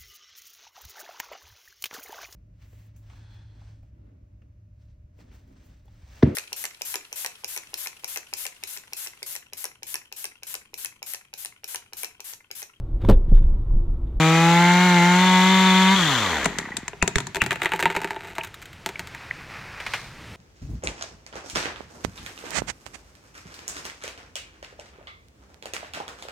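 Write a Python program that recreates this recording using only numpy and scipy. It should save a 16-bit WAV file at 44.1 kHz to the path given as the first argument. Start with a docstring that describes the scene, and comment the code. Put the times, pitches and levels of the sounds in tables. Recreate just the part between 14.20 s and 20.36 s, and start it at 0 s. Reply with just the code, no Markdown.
"""A two-stroke chainsaw snarls at full throttle high in a tree: firing pulses over a rattling chain.
It finishes the cut, is drawn out and coasts to a stop with a last dull puff, clacking as it is handled.
The limb's hinge wood squeaks, knocks and cracks fibre by fibre, ringing the limb's modes.
The limb swings down on its rope, swishing through leaves and striking branches below.
The microphones sit on the climber's head, over a quiet garden."""
import sys
import numpy as np
from scipy import signal
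from scipy.fft import rfft, irfft
from scipy.io import wavfile
from scipy.ndimage import uniform_filter1d

SR = 44100
rng = np.random.default_rng(int(sys.argv[2]) if len(sys.argv) > 2 else 0)


def to_wav(sig):
    """Store sig (one row per channel, or 1-D mono) as 16-bit WAV at the path in sys.argv[1].

    Samples outside -1..1 are clipped; the rate is SR.
    """
    pcm = np.clip(np.atleast_2d(sig), -1, 1) * 32767
    pcm = np.round(pcm).astype(np.int16)
    wavfile.write(sys.argv[1], SR, pcm.T)  # frames by channels


N = 271656
TIME = np.arange(N) / SR
IGNITION_OFF_S, BRAKE_S, STALL_S = 1.74, 2.257, 2.66
CARRY_S = .025  # the flywheel carries on this long after the ignition is cut
GIVES_WAY_S, HANGS_S = 3.714, 4.27  # the hinge gives way; the limb hangs on its rope

# fractures of the hinge wood: (time [s], level [dB], relative body [dB], relative edge [dB])
CRACK_EVENTS = [(3.1473, -16.5, -16.5, -10.5), (3.1576, -14.5, -13, -11.5), (3.168, -13.5, -13, -17),
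                (3.2178, -2, -27, -22), (3.2387, -21, -9.5, -11), (3.263, -14.5, -15, -13.5),
                (3.3084, -6.5, -30, -21), (3.3185, -10, -17, -21), (3.329, -16, -14, -14.5),
                (3.358, -17.5, -20, -20), (3.4188, -8, -19.5, -23), (3.4351, -16, -13.5, -21),
                (3.4475, -15, -14, -17), (3.4578, -4, -21.5, -24), (3.467, -22, -13, -20),
                (3.5197, -9, -17.5, -24), (3.5356, -10.5, -10.5, -21), (3.551, -21, -12, -22),
                (3.593, -13, -15, -19), (3.6, -13, -14, -19), (3.6266, -7, -19, -18.5),
                (3.636, -19, -10, -14), (3.6563, -2.5, -11.5, -24.5), (3.7016, -12.5, -14.5, -23),
                (3.751, -16, -12, -22), (3.7643, -10, -17, -18.5), (3.768, -15, -6.5, -22),
                (3.817, -20.5, -9, -15), (3.8452, -12, -12.5, -19.5), (3.9068, -14.5, -12, -19.5),
                (3.963, -22.5, -7, -26), (4.1831, -14.5, -9.5, -18.5), (4.6615, -13, -14, -10),
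                (4.6904, -20.5, -13, -11.5), (4.7944, -16.5, -19, -12.5), (4.873, -27.5, -20, -10.5),
                (4.9486, -22, -22, -18.5)]
# normal modes of the limb: (frequency [Hz], level [dB], t60 [s])
LIMB_MODES = [(171.5, -12.5, 0.15), (323, -4, 0.034), (392, -3, 0.069), (495, -8.5, 0.041),
              (670, -2, 0.035), (904, 4, 0.039), (1060, -2.5, 0.012)]
# spectrum of the snap of a blow: (frequency [Hz], spectral density [dB])
SNAP_SPECTRUM = [(600, -18.5), (1100, 9.5), (1600, 12.5), (2000, 12), (2500, 11), (3100, 3.5), (3800, 4.5),
                 (5000, -29)]
# spectrum of the bright edge of breaking wood: (frequency [Hz], spectral density [dB])
WOOD_EDGE = [(2400, -3.5), (3400, 8), (5300, -3.5), (7400, 0), (9600, -8.5), (11200, -20.5), (12700, -5.5),
             (15500, -21)]


def undb(db):
    """Amplitude ratio of a level in decibels."""
    return 10 ** (np.asarray(db) / 20)


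def unit(x):
    """Normalisation to rms 1."""
    return x / np.sqrt(np.mean(x ** 2) + 1e-20)


def ramp(start_s, length_s):
    """Raised-cosine transition from 0 to 1."""
    return .5 - .5 * np.cos(np.pi * np.clip((TIME - start_s) / max(length_s, 1e-3), 0, 1))


def since(s):
    """Seconds elapsed since a moment, 0 before it."""
    return np.maximum(TIME - s, 0)


def swell(peak_s, db, rise_db_per_s, fall_db_per_s):
    """Exponential growth to a peak, then exponential decay."""
    return undb(db - rise_db_per_s * np.maximum(peak_s - TIME, 0) - fall_db_per_s * since(peak_s))


def fade(t, t60):
    """Exponential decay, by 60 dB in t60 seconds."""
    return np.exp(-np.log(1000) * t / max(t60, 1e-4))


def walk(rate):
    """Smooth random fluctuation of rms 1, with `rate` new values a second."""
    size = max(int(SR / rate), 1)
    return unit(uniform_filter1d(np.repeat(rng.standard_normal(N // size + 1), size), size)[:N])


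def grains(rate, spread_db):
    """Shot noise: on average `rate` clicks a second, of uneven size."""
    clicks = (rng.random(N) < rate / SR) * rng.standard_normal(N)
    return clicks * undb(spread_db * np.clip(rng.standard_normal(N), -2, 2))


def on_bins(points, size, column=1):
    """Log-frequency interpolation of a table column onto FFT bins."""
    table = np.array(points, float)
    return np.interp(np.log(np.fft.rfftfreq(size, 1 / SR) + 1), np.log(table[:, 0]), table[:, column])


def colour(x, points, size=4096):
    """Minimum-phase filter through (frequency [Hz], level [dB]) points, falling beyond the ends."""
    closed = [(points[0][0] / 2, points[0][1] - 20), *points, (points[-1][0] * 2, points[-1][1] - 20)]
    cepstrum = irfft(np.log(undb(on_bins(closed, size))))
    cepstrum[1:size // 2] *= 2
    cepstrum[size // 2 + 1:] = 0
    return signal.fftconvolve(x, irfft(np.exp(rfft(cepstrum))))[:len(x)]


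def ring(x, modes):
    """Forced response of damped modes, each (frequency [Hz], level [dB], t60 [s])."""
    t = TIME[:SR // 4]
    response = sum(undb(db) * fade(t, t60) * np.sin(2 * np.pi * hz * t) * (-1) ** k
                   for k, (hz, db, t60) in enumerate(modes))
    return signal.fftconvolve(x, response)[:len(x)]


def at_level(x, db):
    """Normalisation of a transient by the level of its first 10 ms."""
    return x / np.std(x[:SR // 100]) * undb(db)


def add(track, s, sound):
    """Superposition of a sound on a track, starting at s seconds."""
    start = int(s * SR)
    track[start:start + len(sound)] += sound[:N - start]


def shaft_rate(drag_s=.44, friction_hz_per_s=20.5):
    """Rotational inertia: after full throttle, drag and dry friction slow the shaft until it stalls."""
    # engine speed at full throttle: (time [s], firing rate [Hz])
    speed = [(0.02, 158.8), (0.656, 181.3), (0.804, 172.5), (1.05, 184.9), (1.204, 184.2), (1.32, 189),
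             (1.536, 186.7), (1.676, 188.8), (1.75, 195.2)]
    driven_hz = np.interp(TIME, *np.transpose(speed))
    friction_hz = friction_hz_per_s * drag_s
    hz = (driven_hz + friction_hz) * np.exp(-since(IGNITION_OFF_S + CARRY_S) / drag_s) - friction_hz
    return np.maximum(hz * (1 - ramp(STALL_S, .12)), 1e-3)


def exhaust(turns, boom, bark, free, jitter_turns=.0036, rough=0.064, sway_db=1.0, rasp_db=-41):
    """Periodic firing gives a harmonic series: a low boom under a bark that changes with the load."""
    # harmonics 1, 2, 3 and up, lugging deep in the wood, cutting cleanly and running free: (level [dB])
    lugging_db = [-18, -25.5, -31, -34, -26, -32, -30, -32.5, -47, -36, -43, -36.5, -37, -39, -30]
    cutting_db = [-17.5, -28.5, -37, -33.5, -22, -32.5, -40, -29.5, -33.5, -35, -38, -27, -32.5]
    free_db = [-18, -31.5, -39.5, -35.5, -23, -28, -35.5, -35, -31.5, -44, -28, -36.5, -35.5, -42, -45, -42,
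               -50, -54, -33.5]
    picked_up = ramp(0.1, 0.38)  # the engine climbs into its power band
    loads = (lugging_db, 1 - picked_up), (cutting_db, picked_up - free), (free_db, free)
    phase = 2 * np.pi * (turns + jitter_turns * walk(130))
    uneven_bark = bark * (1 + rough * walk(170))
    sound = 0
    for i in range(len(free_db)):
        gain = sum(share * undb(levels[i]) for levels, share in loads if i < len(levels))
        drive = boom if i < 3 else uneven_bark
        sway = undb(sway_db * walk(5.77)) * (1 + rough * walk(44.5)) if i else 1
        # the muffler smears the low harmonics; the high ones leave together as one sharp pulse
        lag = rng.standard_normal() * (np.pi if i < 6 else .8) if i else 0
        sound = sound + gain * drive * sway * np.sin((i + 1) * phase + lag)
    # above the muffler's resonances a few harmonics stand out
    rasp = sum(np.sin(k * phase + 2 * np.pi * rng.random()) for k in (16, 21, 23))
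    return np.sqrt(2) * (sound + undb(rasp_db) * uneven_bark * rasp)


def spit(turns, free, db=-32.5, free_db=-3):
    """Pulsed jet noise: gas spits from the port just after each firing, hardest under load."""
    jet = rng.standard_normal(N) * np.exp(-(turns % 1) / .18)
    return unit(colour(jet, [(900, -5.5), (2100, 1.5), (4200, -14)])) * undb(db + free_db * free)


def chain_levels(hz, free, rattle_knee_hz=64, hiss_knee_hz=101):
    """Impacts weaken as the shaft slows; rattle and hiss rise with slack and drop at the brake."""
    slack, braked = ramp(IGNITION_OFF_S, CARRY_S), ramp(BRAKE_S, 0.018)
    rattle = undb(-28.5 + 0.5 * free + 2.5 * slack - 11.5 * braked)
    hiss = undb(-29 + slack - 5.5 * braked)
    return rattle / np.hypot(1, rattle_knee_hz / hz), hiss / np.hypot(1, (hiss_knee_hz / hz) ** 2)


def chain(turns, free, rattle_gain, hiss_gain, bar_hz=3500, bar_t60=0.0082, sag_hz=110, wander_hz=90):
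    """Impact noise of links in their groove; the bar resonates once it is clear of the wood."""
    # spectra of the links' rattle and hiss: (frequency [Hz], spectral density [dB])
    rattle_spectrum = [(60, -42), (250, -7), (600, -5.5), (900, -2), (2100, 3), (2900, -11), (4500, -21)]
    hiss_spectrum = [(2000, -28), (3000, 0.5), (4100, -2), (5300, -12), (6100, -6), (7400, -7),
                     (8200, -17.5), (11000, -26), (13500, -22.5), (15500, -43)]
    shake = 1 + .15 * (np.cos(2 * np.pi * turns) + np.cos(4 * np.pi * turns))  # at both stroke ends
    rattle = unit(colour(grains(7000, 0.97) * shake, rattle_spectrum))
    # the whole bar hisses, so each microphone hears partly different links
    shared, left, right = (unit(colour(grains(9000, 0.85) * shake, hiss_spectrum)) for _ in range(3))
    hiss = unit(shared + np.array([left, right]))
    bar = unit(ring(grains(3000, 1.0) * shake, [(bar_hz, 0, bar_t60)]))
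    # the ring wanders with chain tension; with slack it sinks and flares up, then dies away
    slack = ramp(IGNITION_OFF_S, CARRY_S)
    shift_hz = wander_hz * walk(70) - sag_hz * slack
    bar = np.real(signal.hilbert(bar) * np.exp(2j * np.pi * np.cumsum(shift_hz) / SR))
    bar = bar * undb(2.0 * slack) * (1 - ramp(IGNITION_OFF_S, 0.83))
    return rattle_gain * rattle + hiss_gain * (hiss + free * bar)


def chainsaw(boom_fall_db_per_s=124, bark_fall_db_per_s=330, unfired_db=-17, unfired_knee_hz=63):
    """Phase locking: one crankshaft times the exhaust, the pumping and the chain."""
    hz = shaft_rate()
    turns = np.cumsum(hz) / SR
    free = ramp(0.893, 0.17)  # the bar slides out of the cut
    off_s = since(IGNITION_OFF_S)
    unfired_boom = undb(unfired_db) / (1 + (unfired_knee_hz / hz) ** 6)
    boom = np.maximum(undb(-boom_fall_db_per_s * off_s), unfired_boom)
    bark = undb(-bark_fall_db_per_s * off_s)
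    engine = exhaust(turns, boom, bark, free) + bark * spit(turns, free) + pumping(turns, hz)
    rattle_gain, hiss_gain = chain_levels(hz, free)
    links = chain(turns, free, rattle_gain, hiss_gain)
    return engine + links + rattle_gain * sprocket(turns, hz) + last_links(turns)


def microphones(x, lean, scatter_db, reflection_s=.0031):
    """Level difference and comb filtering: the treble leans left, and a short reflection adds width."""
    # the pair's response: (frequency [Hz], left minus right [dB], side reflection [dB])
    response = [(192, 3.5, -24.5), (1980, -1.5, -25), (3100, 14.5, -9), (4450, 4, -15.5), (10500, 25, 7),
                (13300, 45, 16.5)]
    balance = np.tanh(lean * on_bins(response, N) * np.log(10) / 40)
    delay = np.exp(-2j * np.pi * np.fft.rfftfreq(N, 1 / SR) * reflection_s)
    reflection = undb(on_bins(response, N, column=2) + scatter_db) * delay
    side = balance + (1 - balance) * reflection
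    return irfft(rfft(x) * np.array([1 + side, 1 - side]), N)


def echoes(x, wet_db=-21.5, t60=0.5, build_s=0.055):
    """Diffuse reflection: roofs and trees send back a faint, dull wash."""
    t = TIME[:SR]
    envelope = fade(t, t60) * (1 - np.exp(-t / build_s))
    spectrum = [(150, -10), (2200, -1), (6500, -2), (12000, -26)]
    responses = [colour(rng.standard_normal(SR) * envelope, spectrum) for _ in range(2)]
    return undb(wet_db) * np.array([signal.fftconvolve(x, r / np.linalg.norm(r))[:N] for r in responses])


def garden(air_db=-49, side_db=-10, breeze_db=6):
    """Ambient noise: open air and a low rumble, growing as a breeze picks up."""
    # spectrum of the open air: (frequency [Hz], spectral density [dB])
    air_spectrum = [(25, -2), (115, 5), (220, -5.5), (700, -12.5), (2200, -11), (7000, -26.5), (15000, -40)]
    mid, side = (unit(colour(rng.standard_normal(N), air_spectrum)) for _ in range(2))
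    gain = undb(air_db + breeze_db * ramp(3.65, 1.93) + walk(4.0))
    return gain * (mid + undb(side_db) * side * np.array([[1], [-1]]))


def pumping(turns, shaft_hz, start_hz=520, end_hz=110, sweep_s=0.0038, length_s=0.015):
    """Air displacement: each unfired stroke puffs through the muffler, harder at speed."""
    t = TIME[:int(length_s * SR)]
    hz = end_hz + (start_hz - end_hz) * np.exp(-t / sweep_s)  # the pitch falls as the port opens
    puff = np.sin(2 * np.pi * np.cumsum(hz) / SR) * np.sin(np.pi * np.sqrt(t / length_s)) ** 2
    window = np.hanning(len(t))
    puff = puff - window * puff.sum() / window.sum()  # zero mean pressure
    strokes = np.diff(np.floor(turns), prepend=0) * ramp(IGNITION_OFF_S, CARRY_S) * (TIME < STALL_S)
    push = undb(-32 + 12 * (shaft_hz / shaft_hz.max()) ** 2)
    return signal.fftconvolve(strokes * push, puff)[:N]


def sprocket(turns, hz, gain_db=0.5, speed_power=0.52):
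    """Meshing tones: teeth and chain whine at multiples of the shaft rate as the engine coasts."""
    whine = sum((1 + .6 * walk(40)) * np.sin(2 * np.pi * (k * turns + rng.random()))
                for k in range(5, 14))
    # the small cover radiates no bass
    radiated = colour(unit(whine), [(400, -4.5), (700, -6), (1000, 1.5), (2300, -6.5)])
    return radiated * ramp(IGNITION_OFF_S, 0.043) * (hz / hz.max()) ** speed_power * undb(gain_db)


def blows(events, modes, edge_spectrum, spray, spray_t60, tail_db, tail_t60, shudder_db,
          snap_db, body_db, edge_db, knock_hz=2050, knock_t60=0.0063, knock_db=-5):
    """Impulse excitation: a pulse and a spray of smaller ones give a snap, a body ring and an edge."""
    track, t = np.zeros(N), TIME[:SR // 4]
    for s, db, body_offset, edge_offset in events:
        pulses, wash = rng.standard_normal((2, len(t)))
        push = spray * pulses * np.abs(pulses) * fade(t, spray_t60)
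        push[0] += 1
        tail = wash * fade(t, tail_t60)
        ragged = push + undb(tail_db) * tail
        # each blow lands at a new spot: the modes vary a little and the knock has its own pitch
        struck = [(hz * (1 + .015 * rng.standard_normal()), mode_db + 2 * rng.standard_normal(), t60)
                  for hz, mode_db, t60 in modes]
        knock = ring(push, [(knock_hz * (1 + 0.1 * rng.standard_normal()), 0, knock_t60)])
        snap = at_level(unit(colour(ragged, SNAP_SPECTRUM)) + undb(knock_db) * unit(knock), snap_db)
        body = at_level(ring(push + undb(shudder_db) * tail, struck), body_db + body_offset)
        edge = at_level(colour((push + ragged) / 2, edge_spectrum), edge_db + edge_offset)
        add(track, s, undb(db) * (snap + body + edge))
    return track


def clacks_and_puff():
    """Modal response: knocks on the saw, and the engine's last dull puff, ring the housing."""
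    # knocks and the last puff: (time [s], level [dB], relative body [dB], relative edge [dB])
    events = [(2.245, -23, -30, -2.5), (2.2569, -7, -15, -13.5), (2.386, -12, -23, -10.5),
              (2.5687, -17.5, -24.5, -5), (2.6803, -15.5, -22.5, -12.5), (2.7325, -28, -11.5, -51),
              (2.8257, -4.5, -18, -16), (2.8774, -10.5, -17, -8.5), (2.9572, -5, -22.5, -15),
              (2.9838, -12, -19.5, -11), (3.0035, -20, -16.5, -9), (3.0693, -24, -16, -7.5)]
    # normal modes of the housing: (frequency [Hz], level [dB], t60 [s])
    housing_modes = [(177, -1.5, 0.047), (398, -2.5, 0.063), (667, -4, 0.033), (962, 0, 0.027)]
    # spectrum of a knock's bright edge: (frequency [Hz], spectral density [dB])
    edge_spectrum = [(2600, -4), (3600, 5), (5000, -4.5), (7400, 3.5), (9000, -9.5), (11500, -17.5),
                     (15500, -28)]
    return blows(events, housing_modes, edge_spectrum, spray=0.16, spray_t60=0.013, tail_db=-28.5,
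                 tail_t60=0.17, shudder_db=-26, snap_db=-14.0, body_db=2.0, edge_db=-4.5)


def last_links(turns, t60=0.017):
    """Amplitude modulation: on the last slow turns the chain chatters in one spurt a turn."""
    spurts = grains(4400, 1.1) * np.sin(np.pi * turns) ** 4
    chatter = unit(ring(spurts, [(1950, 0, t60), (820, -5, t60)]))
    return chatter * ramp(BRAKE_S, 0.024) * swell(2.477, -32.5, rise_db_per_s=25, fall_db_per_s=110)


def squeaks_and_knocks(t60=0.0066):
    """Resonance: brief noise bursts each drive one mode, giving short pitched squeaks and knocks."""
    # squeaks and knocks of wood: (time [s], level [dB], pitch [Hz], length [s])
    events = [(2.814, -27.5, 2550, 0.02), (3.201, -31.5, 2640, 0.023), (4.207, -30.5, 2520, 0.0073),
              (4.756, -32.5, 2280, 0.0041), (5.108, -24.5, 2040, 0.0048)]
    track, t = np.zeros(N), TIME[:SR // 20]
    for s, db, hz, length_s in events:
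        burst = rng.standard_normal(len(t)) * np.sin(np.pi * np.minimum(t / length_s, 1))
        mode = [(hz, 0, t60)]
        add(track, s, at_level(ring(ring(burst, mode), mode), db))
    return track


def jolts(hz=75, t60=0.025, rumble_db=-30.5, rumble_t60=0.49):
    """Pressure transients: air thumps each microphone, and a rumble lingers in their mount."""
    # jolts of air: (time [s], left level [dB], right level [dB])
    air_jolts = [(2.829, -7.5, -11), (2.962, -34, -2.5), (3.22, -30, -12)]
    left, right, t = np.zeros(N), np.zeros(N), TIME[:SR // 2]
    thump = np.sin(2 * np.pi * hz * t) * fade(t, t60)
    for s, left_db, right_db in air_jolts:
        noise = colour(rng.standard_normal(len(t)), [(60, -14), (150, -2), (260, -14), (700, -36)])
        rumble = unit(noise) * fade(t, rumble_t60) * undb(rumble_db)
        add(left, s, thump * undb(left_db) + rumble)
        add(right, s, thump * undb(right_db) + rumble)
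    return np.array([left, right])


def cracks():
    """Brittle fracture: each break in the hinge wood is an impulse that rings the limb."""
    return blows(CRACK_EVENTS, LIMB_MODES, WOOD_EDGE, spray=0.043, spray_t60=0.03, tail_db=-28,
                 tail_t60=0.11, shudder_db=-30, snap_db=-13.5, body_db=-1.5, edge_db=-4.0)


def tearing(bunch_db=3.5, wood_db=-2, edge_db=-11, hanging_db=-15.5):
    """Acoustic emission: fine fibres fail in bunches, most strongly as the hinge gives way."""
    fibres = grains(900, 2.8) * undb(bunch_db * np.clip(walk(70), -2, 2))
    snap = unit(colour(fibres, SNAP_SPECTRUM))
    wood = undb(wood_db) * unit(ring(fibres, LIMB_MODES))
    edge = undb(edge_db) * unit(colour(fibres, WOOD_EDGE))
    strain = swell(GIVES_WAY_S, -35, rise_db_per_s=28, fall_db_per_s=15)
    relief = undb(hanging_db * ramp(HANGS_S, 0.049))
    return unit(snap + wood + edge) * strain * relief * ramp(CRACK_EVENTS[0][0], 0.029)


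def narrowing(x, start_s=3.38, length_s=0.19):
    """Mid-side attenuation: the stereo image closes to the middle, all but its highest treble."""
    # remaining width: (frequency [Hz], side gain [dB])
    width = [(2500, -31.5), (6000, -20.5), (13000, -2)]
    mid, side = x.mean(axis=0), (x[0] - x[1]) / 2
    narrow = irfft(rfft(side) * undb(on_bins(width, N)), N)
    side = side + ramp(start_s, length_s) * (narrow - side)
    return mid + side * np.array([[1], [-1]])


def small_snaps(t60=0.037, snap_db=1, edge_db=-4):
    """Broadband fracture noise: small, short snaps of the hinge wood."""
    # snaps of the hinge wood: (time [s], level [dB])
    events = [(3.431, -31), (3.5596, -36), (3.604, -29.5), (4.035, -52), (4.072, -46), (4.095, -50),
              (4.152, -42), (4.2342, -35), (4.246, -35.5), (4.271, -43), (4.342, -39), (4.4172, -45),
              (4.424, -41), (4.456, -42), (4.53, -46)]
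    track, t = np.zeros(N), TIME[:SR // 10]
    for s, db in events:
        burst = rng.standard_normal(len(t)) * fade(t, t60)
        snap = undb(snap_db) * unit(colour(burst, SNAP_SPECTRUM))
        edge = undb(edge_db) * unit(colour(np.diff(burst, prepend=0), WOOD_EDGE))
        add(track, s, at_level(snap + edge, db))
    return track


def foliage(flutter_db=-1.5):
    """Incoherent summation: countless leaf contacts merge into a swish with crisp ticks on top."""
    # spectrum of brushing leaves: (frequency [Hz], spectral density [dB])
    swish_spectrum = [(200, -15.5), (700, -5), (1600, -1), (2500, -2), (3200, -15), (5000, -15)]
    tick_spectrum = [(2500, -10), (4000, 2.5), (7000, -6), (13000, -19)]
    swish = unit(colour(grains(9000, 1), swish_spectrum)) * undb(flutter_db * walk(25))
    ticks = np.array([unit(colour(grains(4000, 2.4), tick_spectrum)) for _ in range(2)])
    swish = swish * swell(5.78, -40, rise_db_per_s=6.5, fall_db_per_s=94)
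    ticks = ticks * swell(5.75, -40.5, rise_db_per_s=117, fall_db_per_s=95)
    return ramp(HANGS_S, 0.91) * (swish + ticks)


def strikes(crack_t60=0.076, tail_t60=0.36, tail_db=-14, gain_db=-7.0):
    """Scattering: branches snap further off, dulled and smeared by the trees around them."""
    # the limb striking branches below: (time [s], relative level [dB])
    hits = [(5.601, -23), (5.664, -19.5), (5.736, -13)]
    spectrum = [(350, -8.0), (700, -2.5), (2200, 4.5), (3200, -4.0), (13000, -30.5)]
    track, t = np.zeros(N), TIME[:SR // 3]
    envelope = fade(t, crack_t60) + undb(tail_db) * fade(t, tail_t60)
    for s, db in hits:
        burst = unit(colour(rng.standard_normal(len(t)), spectrum))
        add(track, s, burst * undb(db + gain_db) * envelope)
    return track


def scene():
    """Superposition of saw and limb within arm's reach and the falling crown further off."""
    saw = microphones(chainsaw(), lean=0.77, scatter_db=3.5)
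    housing = microphones(clacks_and_puff(), lean=1.0, scatter_db=12.0)
    wood = cracks() + tearing() + small_snaps() + squeaks_and_knocks()
    near = saw + housing + microphones(wood, lean=0.72, scatter_db=5.5)
    return narrowing(near + echoes(near.mean(axis=0)) + jolts() + garden()) + foliage() + strikes()


def record(dry):
    """Hard clipping at full scale, then band limiting at 16 kHz."""
    lowpass = signal.ellip(8, .2, 70, 16000, fs=SR, output="sos")
    return signal.sosfilt(lowpass, np.clip(dry, -1, 1))


dry = scene()
out = record(dry)
to_wav(out)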